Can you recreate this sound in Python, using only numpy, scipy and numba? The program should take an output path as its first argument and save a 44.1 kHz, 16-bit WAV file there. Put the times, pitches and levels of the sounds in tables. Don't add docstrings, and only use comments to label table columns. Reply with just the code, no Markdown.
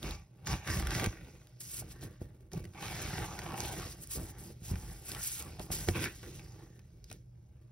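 import sys
import numpy as np
from scipy import signal
from scipy.fft import rfft, irfft
from scipy.io import wavfile
from scipy.ndimage import uniform_filter1d, minimum_filter1d
from numba import njit

SR = 44100
rng = np.random.default_rng(int(sys.argv[2]) if len(sys.argv) > 2 else 0)


def dump(signal):
    limited = np.clip(np.atleast_2d(signal).T, -1, 1)
    pcm = np.round(limited * 32767).astype(np.int16)
    wavfile.write(sys.argv[1], SR, pcm)


N = 340011

# full at t/s, rise per 20 dB/s, hold/s, fall per 20 dB/s, rasp level before its trim/dB,
# rasp swell/dB, rasp tilt/dB per octave, panel drone level/dB, drone swell/dB, inside air level/dB
DRAG_MOVES = [(0.048, 0.054, 0.09, 0.09, -46.5, -1.5, 0, -44.5, -7.5, -41),
              (0.471, 0.02, 0.062, 0.061, -45.5, 8, 1, -49, 6.5, -35),
              (0.696, 0.063, 0.093, 0.48, -37.5, -5, 0.5, -45.5, 0, -35.5),
              (0.919, 0.021, 0.13, 0.046, -39, 3, 1.5, -48.5, 10, -36),
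              (1.794, 0.2, 0.028, 0.2, -61.5, 4, 0.5, -63.5, 11.5, -50),
              (2.036, 0.054, 0.074, 0.05, -60.5, -8.5, -3, -48.5, -7.5, -67),
              (2.221, 0.017, 0.0098, 0.12, -79, -3, -17, -44.5, -9, -48.5),
              (2.516, 0.0063, 0.061, 0.1, -65.5, 9.5, -1, -56, 13.5, -42),
              (2.748, 0.012, 0.075, 0.042, -51.5, 2.5, -2, -63, 12.5, -71),
              (2.827, 0.029, 0.42, 0.043, -43, 0, 0.5, -52.5, 5.5, -46),
              (3.291, 0.12, 0.54, 0.14, -45.5, 1, -3.5, -51.5, 3.5, -48),
              (4.157, 0.0072, 0.059, 0.075, -56, 3.5, -6.5, -42, -4, -39.5),
              (4.29, 0.24, 0.21, 0.075, -57.5, -6, -2, -66, 14, -57.5),
              (4.705, 0.064, 0.016, 0.19, -50, -2, -3, -54, 2.5, -37),
              (5.11, 0.15, 0.082, 0.11, -51.5, 0.5, 2, -54.5, -2.5, -50),
              (5.395, 0.052, 0.073, 0.24, -57, 4, -2.5, -60.5, 9, -51),
              (5.595, 0.0076, 0.011, 0.18, -46.5, -12, -10, -53, 1.5, -65),
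              (5.703, 0.0083, 0.14, 0.048, -50, -3, -1.5, -47, -7.5, -45.5),
              (5.881, 0.016, 0.038, 0.043, -42.5, -8, 2, -39.5, -0.5, -59),
              (5.951, 0.022, 0.011, 0.13, -40.5, 3, 6, -39.5, 2.5, -58),
              (6.022, 0.033, 0.039, 0.081, -42, -1.5, 8.5, -43, -4.5, -54),
              (6.236, 0.0092, 0.038, 0.1, -51.5, -8, 3, -52.5, 0.5, -55),
              (6.378, 0.12, 0.11, 0.17, -60.5, -9, 0, -58.5, -2, -52),
              (6.593, 0.025, 0.011, 0.15, -62, -0.5, -3.5, -51.5, -16, -57),
              (7.119, 0.023, 0.0081, 0.12, -63, -6, 2, -50, -6, -68)]
# t/s, rasp level before its trim/dB, panel drone level/dB,
# inside air level/dB, high hiss level/dB
HELD_RUSTLE = [(0, -65, -72, -53.5, -68), (.29, -82, -73.5, -81, -94), (.44, -63, -56.5, -60, -86),
               (.63, -54.5, -62.5, -57, -70), (1.1, -55, -54.5, -59.5, -72.5), (1.58, -82, -70, -68, -78.5),
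               (1.99, -63.5, -61, -55, -76), (2.18, -69, -68, -63.5, -83), (2.5, -79, -66.5, -59, -102),
               (2.72, -69.5, -61, -67, -82), (4.05, -64.5, -59, -52.5, -70), (4.6, -75, -62, -59, -79),
               (4.9, -57.5, -59, -64, -77), (5.34, -82, -68, -59, -69), (6.14, -68, -68.5, -56, -74),
               (6.5, -65.5, -60.5, -65, -72), (6.95, -77.5, -66.5, -57, -86.5),
               (7.25, -83.5, -74.5, -56, -92.5), (7.7, -75, -69.5, -61, -92)]


def undb(db):
    return 10 ** (np.asarray(db) / 20)


def unit(x):
    return x / np.sqrt(np.mean(x ** 2))


def along(table):
    s, *columns = np.transpose(table)
    return [np.interp(np.arange(N) / SR, s, c) for c in columns]


def over_hz(table):
    hz, value = np.transpose(table)
    line_hz = np.arange(N // 2 + 1) * SR / N
    return np.interp(np.log(line_hz + 1), np.log(hz + 1), value)


def colour(x, table):
    return unit(irfft(rfft(x) * undb(over_hz(table)), N))


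def walk(rate):
    k = int(SR / rate)
    steps = np.repeat(rng.standard_normal(N // k + 1), k)[:N]
    return unit(uniform_filter1d(steps, k))


def fibres(rate, scatter_db, slip_rate, slip_db):
    on = rng.random(N) < rate / SR
    excess_db = scatter_db * np.minimum(rng.exponential(size=N), 4)
    size = undb(excess_db) * rng.standard_normal(N)
    return on * size * undb(slip_db * walk(slip_rate))


def ring(x, hz, t60):
    r = np.exp(-np.log(1000) / (t60 * SR))
    w = 2 * np.pi * hz / SR
    return signal.lfilter([0, r * np.sin(w)], [1, -2 * r * np.cos(w), r * r], x)


@njit
def sweep(x, turn, k):
    y, band, low = np.empty(len(x)), 0., 0.
    for i in range(len(x)):
        g = turn[i]
        v = (band + g * (x[i] - low)) / (1 + g * (g + k[i]))
        band = 2 * v - band
        low = low + 2 * g * v
        y[i] = k[i] * v
    return y


def resonance(x, hz, width_hz):
    turn, k = np.tan(np.pi * hz / SR), width_hz / hz
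    return unit(sweep(sweep(x, turn, k), turn, k))


def moves(table, db, swell_db, rest_db, lag_s=0):
    s, rise, hold, fall = np.maximum(np.transpose(table)[:4, :, None], .001)
    t = np.arange(0, N / SR + .001, .001)
    since = t - s - lag_s
    rise_db = 20 * np.minimum(since, 0) / rise
    fall_db = 20 * np.maximum(since - hold, 0) / fall
    swell = swell_db[:, None] * np.clip(since / hold, 0, 1)
    level_db = db[:, None] + swell + (rise_db - fall_db)
    power = np.interp(np.arange(N) / SR, t, np.sum(undb(level_db) ** 2, axis=0))
    return np.sqrt(power + undb(rest_db) ** 2)


def patchy(x, edges_hz, rate, depth_db):
    lines = rfft(x)
    band = np.searchsorted(edges_hz, np.arange(len(lines)) * SR / N)
    total = 0
    for k in range(len(edges_hz) + 1):
        total = total + irfft(lines * (band == k), N) * undb(depth_db * walk(rate))
    return unit(total)


def shuffle_phase(x, size=128):
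    frames = signal.stft(x, nperseg=size)[2]
    turned = frames * np.exp(2j * np.pi * rng.random(frames.shape))
    shuffled = signal.istft(turned, nperseg=size)[1][:N]
    return shuffled * np.sqrt(np.mean(x ** 2) / np.mean(shuffled ** 2))


def room():
    # f/Hz, relative gain/dB
    air_spectrum = [(25, -10), (43, -10), (84, -12.5), (123, 26.5), (180, -50), (212, -17), (531, -31.5),
                    (607, 1.5), (714, -23), (16000, -99)]
    air = colour(rng.standard_normal(N), air_spectrum) * undb(2.9 * walk(2.0))
    hum = unit(ring(rng.standard_normal(N), hz=120.1, t60=4.3 / 8.2))
    return undb(-62) * air + undb(-59.5) * hum


def glide():
    # t/s, f/Hz, level/dB
    scrape = [(5.12, 1350, -97), (5.15, 1400, -59), (5.2, 1470, -60), (5.3, 1700, -70), (5.41, 1290, -60),
              (5.49, 1010, -61), (5.52, 950, -95)]
    hz, db = along(scrape)
    return undb(db) * resonance(fibres(8000, 1.8, 120, 2.5), hz, width_hz=290)


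def slide():
    # full at t/s, rise per 20 dB/s, hold/s, fall per 20 dB/s,
    # high hiss level/dB, its swell/dB, low hiss level/dB
    strokes = [(0.034, 0.027, 0.11, 0.096, -58, -4.5, -51.5), (0.462, 0.0066, 0.063, 0.083, -55, 4.5, -46),
               (0.702, 0.066, 0.1, 0.084, -44.5, -2.5, -45), (0.947, 0.1, 0.081, 0.11, -47.5, -4, -43.5),
               (1.606, 0.0095, 0.2, 0.02, -48.5, 5, -55), (1.911, 0.034, 0.0069, 0.03, -53, 2.5, -54.5),
               (2.016, 0.0073, 0.022, 0.035, -57.5, 6, -58.5), (2.522, 0.01, 0.054, 0.11, -67, -8, -59),
               (2.84, 0.083, 0.35, 0.68, -50.5, -1.5, -48.5), (3.577, 0.037, 0.35, 0.036, -48.5, -5.5, -48),
               (4.039, 0.092, 0.0037, 0.024, -47, -6, -57),
               (4.117, 0.031, 0.048, 0.039, -39.5, -1.5, -47.5), (4.179, .02, 0.13, 0.018, -58.5, 4, -64),
               (4.386, 0.012, 0.14, 0.017, -54, -7.5, -60), (4.65, 0.046, 0.062, 0.062, -52.5, 2.5, -55.5),
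               (4.781, 0.12, 0.18, 0.085, -59.5, 4.5, -62), (5.098, 0.086, 0.013, 0.16, -43, -7, -46.5),
               (5.239, 0.092, 0.16, 0.1, -37.5, -6, -44.5), (5.619, 0.031, .01, 0.055, -50, -1, -54),
               (5.718, 0.0073, 0.23, 0.12, -37, -19, -42.5), (6.055, 0.11, 0.0042, 0.053, -40.5, -7.5, -41),
               (6.1, .05, 0.27, 0.13, -61.5, 1, -61.5), (7.113, 0.077, 0.0045, 0.081, -70, 1, -60)]
    # f/Hz, relative gain/dB
    high_spectrum = [(5500, -22.5), (7200, 4), (8500, 2), (10500, 0), (13000, 1), (15500, -2.5),
                     (17000, -33)]
    low_spectrum = [(800, -22.5), (2500, -11.5), (3800, -10), (5500, -5), (6800, -6), (8500, -35)]
    high_db, swell, low_db = np.transpose(strokes)[4:]
    rest = along(HELD_RUSTLE)[-1]
    grip = walk(60)
    high = colour(fibres(16000, 0.67, 300, 1.5) * undb(2.0 * grip), high_spectrum)
    low = colour(fibres(12000, 0.55, 200, 0.88) * undb(0.5 * grip), low_spectrum)
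    low = patchy(low, [4400, 5600], rate=16, depth_db=1.7)
    high_gain = moves(strokes, high_db, swell, rest)
    low_gain = moves(strokes, low_db, 0.75 * swell, rest + 5.5)
    return high_gain * high + low_gain * low


def crackles(count=90, over_rasp_db=7, scatter_db=2.5, centre_hz=2130, octaves=1):
    when, size, tone = rng.random((count, 3)).T
    rasp_db, swell = np.transpose(DRAG_MOVES)[4:6]
    gain = moves(DRAG_MOVES, rasp_db, swell, -94)
    floor = minimum_filter1d(gain, size=SR // 20)
    rasp = floor[(when * (N - 1)).astype(int)]
    db = 20 * np.log10(rasp) + over_rasp_db - scatter_db * np.log(size + 0.1)
    hz = centre_hz * 2 ** (octaves * (2 * tone - 1))
    return list(zip(when * (N - 1) / SR, db, hz))


def ticks(crack_s=0.00009, cycles=5, tail_db=-9):
    # t/s, peak level/dB, centre f/Hz
    snaps = [(0.0291, -31, 3550), (0.1095, -27, 3940), (0.448, -47, 3000), (0.4715, -20, 1750),
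             (0.515, -37, 1760), (0.675, -25.5, 1880), (0.701, -31, 1800), (0.798, -27, 2000),
             (0.871, -23, 1730), (0.9068, -25, 1700), (0.95, -22, 2100), (0.998, -22, 2000),
             (1.0425, -18.5, 1870), (1.0612, -19.5, 2080), (1.4167, -56, 2380), (1.4711, -43.5, 3850),
             (2.011, -43.5, 5730), (2.518, -39, 1880), (2.5336, -30.5, 6500), (2.6424, -41, 1830),
             (2.6528, -39.5, 1940), (2.7365, -47, 1620), (3.3905, -25.5, 1840), (3.396, -37, 2480),
             (3.6045, -19, 6100), (3.637, -27, 11000), (3.65, -28, 3650), (3.925, -33, 9500),
             (4.0736, -28, 10260), (4.4388, -35, 9600), (4.7568, -32.5, 1470), (5.1178, -27, 3990),
             (5.149, -27, 2900), (5.4247, -25, 11800), (5.5959, -31.5, 2970), (5.887, -17.5, 1910),
             (6.0412, -19, 2510), (6.2305, -41, 1910), (6.395, -38, 2610), (6.462, -51, 1900),
             (6.5225, -46, 6000), (6.793, -47, 2140), (7.0428, -37.5, 5260), (7.101, -38.5, 4450),
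             (7.114, -33.5, 2360), (7.1277, -29, 8300)]
    out, span, rows = np.zeros(N + SR), 2048, snaps + crackles()
    t = np.arange(span) / SR
    for (s, db, hz), z in zip(rows, rng.standard_normal((len(rows), span))):
        crack = np.exp(-t / crack_s) * np.cos(2 * np.pi * hz * t)
        burst = crack + z * undb(tail_db) * np.exp(-t * hz / cycles)
        hump_hz = [hz / 1.2, min(hz * 1.2, .45 * SR)]
        skirt_hz = [hz / 0.83, min(hz * 5.0, .45 * SR)]
        hump = signal.lfilter(*signal.butter(1, hump_hz, "band", fs=SR), burst)
        skirt = signal.lfilter(*signal.butter(1, skirt_hz, "band", fs=SR), burst)
        tick = hump + undb(-6.5) * skirt
        start = int(s * SR)
        out[start:start + span] += undb(db) * tick / np.abs(tick).max()
    return out[:N]


def knocks(push_s=0.001155, wait_s=0.003):
    # t/s, level/dB, panel share/dB, edge brightness share/dB, damping factor/1
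    blows = [(0.038, -28, -15, -8, 1.7), (1.067, -16, -19.5, -17, 1.5), (1.82, -35.5, -14, -5.5, 1.04),
             (2.024, -34.5, -5, -9, 0.49), (2.213, -30, 0.5, -20, 3.7), (2.532, -36.5, 1, -5, 0.35),
             (2.562, -31.5, -18, -20, 0.88), (2.649, -36.5, -14, -19, 0.21), (4.179, -31, -13, -11, 1.8),
             (4.616, -34, -26, -29, 0.32), (4.711, -22.5, -19, -19, 1.4), (4.732, -22.5, -28, -27, 1.3),
             (5.598, -30, 0, -1, 1.9), (5.7, -25.5, -29, -9.5, 0.85), (5.882, -17.5, -2.5, -8.5, 0.55),
             (6.226, -41, -4, -8.5, 0.82), (7.112, -42, -22, 0, 1.1)]
    # mean f/Hz, level relative to its part/dB, decay t60/s
    modes = [(60.6, -3.5, 0.12), (96.8, 1.5, 0.15), (166, 6.5, 0.031), (348, -8, 0.026), (394, 0, 0.017),
             (707, -7, 0.018), (980, -13, 0.011), (1650, -9, 0.045), (2120, -10, 0.017), (2640, 6, 0.031)]
    out, span = np.zeros(N + SR), SR // 3
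    push = np.zeros(span)
    width = int(push_s * SR) + 2
    start = int(wait_s * SR)
    push[start:start + width] = np.hanning(width)
    spot = rng.standard_normal((len(blows), len(modes)))
    for (s, db, panel_db, bright_db, damp), z in zip(blows, spot):
        parts = np.zeros((3, span))
        for (hz, mode_db, t60), shift in zip(modes, z):
            part = np.searchsorted([250, 600], hz)
            force = np.diff(push, prepend=0) if part == 2 else push
            mode = ring(force, hz * (1 + 0.059 * shift), t60 / max(damp, .2))
            parts[part] += undb(mode_db) * mode
        parts /= np.abs(parts).max(axis=1, keepdims=True)
        share_db = np.array([-2.5, panel_db, bright_db])
        at = int(s * SR)
        out[at:at + span] += undb(db + share_db) @ parts
    return out[:N]


def drag():
    # mean f/Hz, width of each filter pass/Hz, mean relative level/dB
    rasp_bands = [(773, 333, -2.5), (932, 460, -3.5), (1155, 330, -5.5), (1656, 390, -1.5), (2024, 710, 0),
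                  (2494, 610, -7), (3300, 610, -11.5)]
    # f/Hz, relative gain/dB
    boom_spectrum = [(30, -42), (45, 6), (55, 0.5), (75, 0.5), (100, -12.5), (130, -62.5)]
    wall_spectrum = [(65, -1), (92, 4), (120, 6.5), (160, 8), (200, 0.5), (260, -46)]
    drone_spectrum = [(185, 0.5), (250, 1.5), (340, 3), (420, 0.5), (580, -6), (760, -25.5)]
    rasp_db, rasp_swell, tilt_db, drone_db, drone_swell, air_db = np.transpose(DRAG_MOVES)[4:]
    rest_rasp, rest_drone, rest_air, _ = along(HELD_RUSTLE)
    panel = moves(DRAG_MOVES, drone_db, drone_swell, rest_drone)
    air = moves(DRAG_MOVES, air_db, 0 * air_db, rest_air, lag_s=0.018)
    sides = np.hypot(undb(-6) * air, undb(1.5) * panel)
    jerks = walk(70)
    grit = fibres(5000, 3.5, 250, 1.3) * undb(0.59 * jerks)
    rasp = 0
    for hz, width, db in rasp_bands:
        band = resonance(grit, hz * undb(0.45 * walk(9)), width)
        octaves = np.log2(hz / 1400)
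        press = moves(DRAG_MOVES, rasp_db + tilt_db * octaves, rasp_swell, rest_rasp)
        rasp = rasp + band * press * undb(db + 1.1 * walk(24))
    boom = colour(fibres(900, 1.4, 30, 1.8) * undb(1.0 * jerks), boom_spectrum)
    walls = colour(fibres(1200, 1.8, 30, 1.2) * undb(1.3 * jerks), wall_spectrum)
    drone = colour(fibres(2500, 1.5, 40, 1.6) * undb(1.8 * jerks), drone_spectrum)
    return undb(-7.5) * rasp + air * boom + sides * walls + panel * drone


def echo(near, t60_s=0.065, level_db=-14.5, top_hz=5000):
    t = np.arange(SR // 2) / SR
    noise = signal.lfilter(*signal.butter(1, top_hz, fs=SR), rng.standard_normal(len(t)))
    tail = noise * undb(-60 * t / t60_s)
    tail *= np.clip(t / 0.0012 - 1, 0, 1)
    tail /= np.sqrt(np.sum(tail ** 2))
    return undb(level_db) * signal.fftconvolve(near, tail)[:N]


def ports(heard):
    # f/Hz, phase/rad
    lead = [(0, 0.03), (1980, 0), (4050, 1.2), (4390, 1.56), (5250, 0.8), (5770, 1.17), (6550, 2.44),
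            (9470, 5.19), (10900, 6.28), (13200, 9.35), (14300, 8.2), (15200, 11.1), (16500, 12.4)]
    # f/Hz, level/dB
    lean = [(60, -0.66), (400, -1.7), (1000, 0.35), (3000, -1.6), (8000, -0.37)]
    # f/Hz, likeness/1 (0 to 1)
    likeness = [(30, 1), (350, 0.94), (650, 0.61), (1000, 0.94), (1600, 1), (2800, 0.35), (3600, 0.56),
                (5500, 0.8), (7200, 1), (16000, 0.96)]
    alike = np.clip(over_hz(likeness), 0, 1)
    lines = rfft(heard)
    same = lines * np.sqrt((1 + alike) / 2)
    other = rfft(shuffle_phase(irfft(lines * np.sqrt((1 - alike) / 2), N)), N)
    turn = np.exp(.5j * over_hz(lead)) * undb(over_hz(lean) / 2)
    return np.array([irfft((same + other) * turn, N), irfft((same - other) / turn, N)])


def scene():
    near = drag() + slide() + glide() + knocks() + ticks()
    return ports(near + echo(near) + room())


def record(dry):
    bass_cut = signal.butter(3, 42, "high", fs=SR, output="sos")
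    top_cut = signal.ellip(10, .2, 70, 15750, fs=SR, output="sos")
    thin = signal.sosfilt(bass_cut, dry)
    return signal.sosfilt(top_cut, thin)


dry = scene()
out = record(dry)
dump(out)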